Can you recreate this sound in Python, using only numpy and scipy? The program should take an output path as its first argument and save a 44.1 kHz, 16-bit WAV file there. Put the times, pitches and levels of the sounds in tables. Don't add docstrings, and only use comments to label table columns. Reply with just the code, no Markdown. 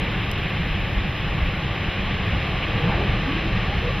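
import sys
import numpy as np
from scipy import signal
from scipy.fft import rfft, irfft
from scipy.io import wavfile
from scipy.ndimage import uniform_filter1d

SR = 44100
rng = np.random.default_rng(int(sys.argv[2]) if len(sys.argv) > 2 else 0)


def store_wav(level_fs):
    pcm = np.round(np.clip(np.atleast_2d(level_fs), -1, 1) * 32767)
    wavfile.write(sys.argv[1], SR, pcm.T.astype(np.int16))


N = 176400
TIME_S = np.arange(N) / SR

# frequency_hz, relative_db
HISS_SPECTRUM = [(6000, -25), (7600, -25), (9000, -3), (10300, 12), (12000, 12), (13800, 9.5), (15000, -6)]
HISS_PAN_DB = 4


def buffeting():
    # frequency_hz, relative_db
    spectrum = [(12, -38), (22, 0.5), (42, 3), (65, -1.5), (110, 0.5), (160, -2.5), (203, -3), (238, -16.5),
                (330, -27.5)]
    # time_s, level_db
    levels = [(0.0, -25), (0.23, -27), (0.69, -22.5), (0.82, -27.5), (1.0, -26.5), (1.07, -25.5),
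              (1.1, -25), (1.12, -29), (1.36, -24.5), (1.46, -24), (1.58, -27.5), (1.68, -25.5),
              (1.75, -26.5), (1.88, -24), (1.93, -29.5), (2.01, -24.5), (2.36, -23.5), (2.72, -28.5),
              (2.76, -20), (2.8, -28), (2.84, -21.5), (3.04, -23.5), (3.09, -20), (3.28, -24.5),
              (3.38, -26.5), (3.44, -22), (3.55, -21.5), (3.61, -26), (3.87, -23.5), (3.98, -24.5)]
    cross_start_s, cross_length_s, cross_ramp_s = 0.69, 0.77, 0.05
    age = TIME_S - cross_start_s
    cross_gate = np.clip(np.minimum(age, cross_length_s - age) / cross_ramp_s, 0, 1)
    rumble = air(spectrum, flutter_db=0.07) * envelope(levels)
    crosswind = undb(-47) * cross_gate * air(spectrum, flutter_db=0.07)
    return rumble + widen(crosswind)


def thumps():
    # peak_s, pitch_hz, peak_db
    eddies = [(.926, 83.5, -17), (.984, 48, -16), (1.426, 71, -13), (2.341, 57.6, -18.5), (3.108, 65, -19),
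              (3.794, 80, -18)]
    cycles = 1.68
    out = np.zeros(N)
    for peak_s, pitch_hz, peak_db in eddies:
        pressure = np.sin(2 * np.pi * (pitch_hz * (TIME_S - peak_s) + rng.random()))
        out += undb(peak_db) * swell(peak_s, cycles / pitch_hz) * pressure
    return out


def funnel_roar():
    # frequency_hz, relative_db
    body_spectrum = [(170, -41.5), (250, -5), (305, 0.5), (400, -3), (520, -3), (660, -6), (810, -3),
                     (975, -9), (1160, -2), (1360, -14), (1800, -14), (3000, -75.5)]
    # frequency_hz, relative_db
    side_spectrum = [(15, -20.5), (60, -19), (110, -12), (150, 3), (203, 10), (260, 8), (420, 7),
                     (600, 5.5), (820, 11.5), (1000, 2.5), (1250, 7.5), (1600, -3.5), (2250, -29.5),
                     (2700, -54), (3600, -45)]
    # time_s, level_db
    levels = [(0, -32), (.5, -34), (1.0, -34), (1.7, -33.5), (2.15, -32.5), (2.65, -31.5), (2.95, -30),
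              (3.2, -31.5), (3.55, -32), (4, -33.5)]
    strength = envelope(levels)
    sides = undb(-45.5) * unit_rms(air(side_spectrum) * strength)
    body = air(body_spectrum) * strength
    return body * pan(1.1) + widen(sides)


def air_rush():
    # frequency_hz, relative_db
    rush_spectrum = [(900, -39.5), (1350, -8.5), (1740, -2.5), (2150, -2), (2650, -1), (3120, -4),
                     (3450, -9), (3950, -12.5), (4630, -28.5), (5020, -22), (5450, -29), (6200, -44),
                     (7200, -83.5)]
    # time_s, level_db
    levels = [(0, -30.5), (.7, -31), (1.35, -31.5), (2.3, -30), (2.55, -30.5), (3.05, -30.5), (3.5, -30),
              (4, -32.5)]
    # frequency_hz, relative_db
    sizzle_spectrum = [(3200, -12.5), (3900, 5), (4300, 3.5), (4630, -13), (5020, 0), (5450, -20.5),
                       (6100, -12.5), (7100, -43.5), (9000, -39)]
    sizzle_start_db, rise_db_per_s = -57, 2.5
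    sizzle = air(sizzle_spectrum, flutter_db=0.47) * undb(sizzle_start_db + rise_db_per_s * TIME_S)
    return air(rush_spectrum, flutter_db=0.47) * envelope(levels) + sizzle


def gust_moans():
    # peak_s, length_s, pitch_hz, glide_octaves_per_s, width_hz, level_db
    howls = [(2.742, .07, 269, 5, 31, -41), (2.821, .14, 485.5, 0, 41, -35),
             (2.861, .11, 150, 1.5, 50, -22.5), (2.911, .065, 880, 0, 300, -29.5),
             (2.97, 0.2, 660.5, -0.5, 340, -35.5), (2.994, .15, 367, 1.5, 120, -32.5),
             (3.02, 0.056, 835, -2, 68, -35), (3.304, .085, 275.5, 1.5, 30, -28.5),
             (3.37, .07, 322, 1.5, 25, -32.5), (3.471, .09, 315, -1.2, 19, -31),
             (3.717, 0.077, 800, 1.2, 43, -36), (3.875, .09, 505, 3, 100, -30.5)]
    out = np.zeros(N)
    for peak_s, length_s, pitch_hz, glide, width_hz, level_db in howls:
        from_peak_s = np.clip(TIME_S - peak_s, -2 * length_s, 2 * length_s)
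        phase = 2 * np.pi * np.cumsum(pitch_hz * 2 ** (glide * from_peak_s)) / SR
        lowpass = signal.butter(2, width_hz / 2, fs=SR, output="sos")
        real, imag = signal.sosfilt(lowpass, rng.standard_normal((2, N)))
        amplitude = np.sqrt(np.hypot(real, imag))
        howl = unit_rms(amplitude * np.cos(phase + np.arctan2(imag, real)))
        out += undb(level_db) * swell(peak_s, length_s) * howl
    return out


def air_flares():
    # peak_s, length_s, centre_hz, width_hz, level_db
    streaks = [(1.55, 0.05, 1880, 1280, -37), (1.978, .04, 1700, 700, -37), (2.635, 0.029, 2550, 1030, -29),
               (2.93, .11, 1920, 1090, -33)]
    out = np.zeros(N)
    for peak_s, length_s, centre_hz, width_hz, level_db in streaks:
        edges_hz = [centre_hz - width_hz / 2, centre_hz + width_hz / 2]
        band = signal.butter(6, edges_hz, "bandpass", fs=SR, output="sos")
        surge = unit_rms(signal.sosfilt(band, rng.standard_normal(N)))
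        out += undb(level_db) * swell(peak_s, length_s) * surge
    return out


def grain_tick():
    # frequency_hz, relative_db
    spectrum = [(3500, -17), (4700, 10), (5800, 19), (7400, -22), (8800, 7), (11000, 3), (13000, 13),
                (14800, 1), (16000, -18)]
    strike_s, right_lag_s = 0.3146, 0.00028
    snap_decay_s, tail_decay_s = 0.0014, 0.0084
    age = TIME_S - strike_s - np.array([[0], [right_lag_s]])
    snap = np.exp(-np.abs(age) / snap_decay_s)
    tail = undb(-21) * np.exp(-np.abs(age) / tail_decay_s)
    bright_noise = colour(rng.standard_normal((2, N)), spectrum)
    return undb(-31) * (age >= 0) * (snap + tail) * bright_noise * pan(2.5)


def crop_rustle():
    # frequency_hz, relative_db
    side_spectrum = [(3800, -38.5), (4300, 6.5), (5050, -1), (5850, 2.5), (6600, -1), (7300, -17),
                     (8100, -10.5), (9400, -11), (10600, -21.5), (12500, -18), (14000, -13.5), (15000, -29)]
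    hiss = colour(rng.standard_normal(N), HISS_SPECTRUM)
    rustle = hiss * undb(-69 + 0.8 * flutter(rate_per_s=45))
    sides = undb(-56) * air(side_spectrum, flutter_db=0.47)
    return rustle * pan(HISS_PAN_DB) + widen(sides)


def blown_grit():
    # frequency_hz, relative_db
    ring_spectrum = [(10000, -26), (11300, -13), (11750, 0), (12200, -8), (13500, -24)]
    sand_per_s, coarse_per_s, fade_db_per_s = 470, 22, 4.5
    sand_hits = rng.random(N) < sand_per_s / SR
    sand_sizes = rng.standard_normal(N) * undb(-0.5 * np.minimum(rng.exponential(size=N), 4))
    coarse_hits = (rng.random(N) < coarse_per_s / SR) * rng.uniform(0.5, 1, N)
    patter = colour(sand_hits * sand_sizes, HISS_SPECTRUM)
    ring = colour(coarse_hits, ring_spectrum)
    return (patter + ring) * undb(-73 - fade_db_per_s * TIME_S) * pan(HISS_PAN_DB)


def air(spectrum, flutter_db=0):
    return colour(rng.standard_normal(N), spectrum) * undb(flutter_db * flutter(rate_per_s=14))


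def colour(x, spectrum):
    hz, db = np.array(spectrum).T
    bins_hz = np.maximum(np.arange(N // 2 + 1) * SR / N, 1)
    shape_db = np.interp(np.log(bins_hz), np.log(hz), db)
    rolloff_db = 60 * np.maximum(np.log2(bins_hz / hz[-1]), 0)
    return unit_rms(irfft(rfft(x) * undb(shape_db - rolloff_db), N))


def flutter(rate_per_s):
    hold = int(SR / rate_per_s)
    steps = rng.standard_normal(N)[np.arange(N) // hold]
    return unit_rms(uniform_filter1d(uniform_filter1d(steps, hold), hold))


def envelope(levels):
    time_s, level_db = np.array(levels).T
    return undb(np.interp(TIME_S, time_s, level_db))


def swell(peak_s, length_s):
    return np.exp(-np.abs(2 * (TIME_S - peak_s) / length_s) ** 3)


def pan(left_db):
    return undb(np.array([[left_db], [-left_db]]) / 2)


def widen(x):
    return x * np.array([[1], [-1]])


def undb(db):
    return 10 ** (np.asarray(db) / 20)


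def unit_rms(x):
    return x / np.sqrt(np.mean(x ** 2))


def scene():
    wind = buffeting() + thumps() + funnel_roar() + air_rush() + air_flares()
    return wind + crop_rustle() + gust_moans() + blown_grit() + grain_tick()


def record(dry):
    cutoff_hz = 15300
    return signal.sosfilt(signal.ellip(8, 0.2, 70, cutoff_hz, fs=SR, output="sos"), dry)


dry = scene()
out = record(dry)
store_wav(out)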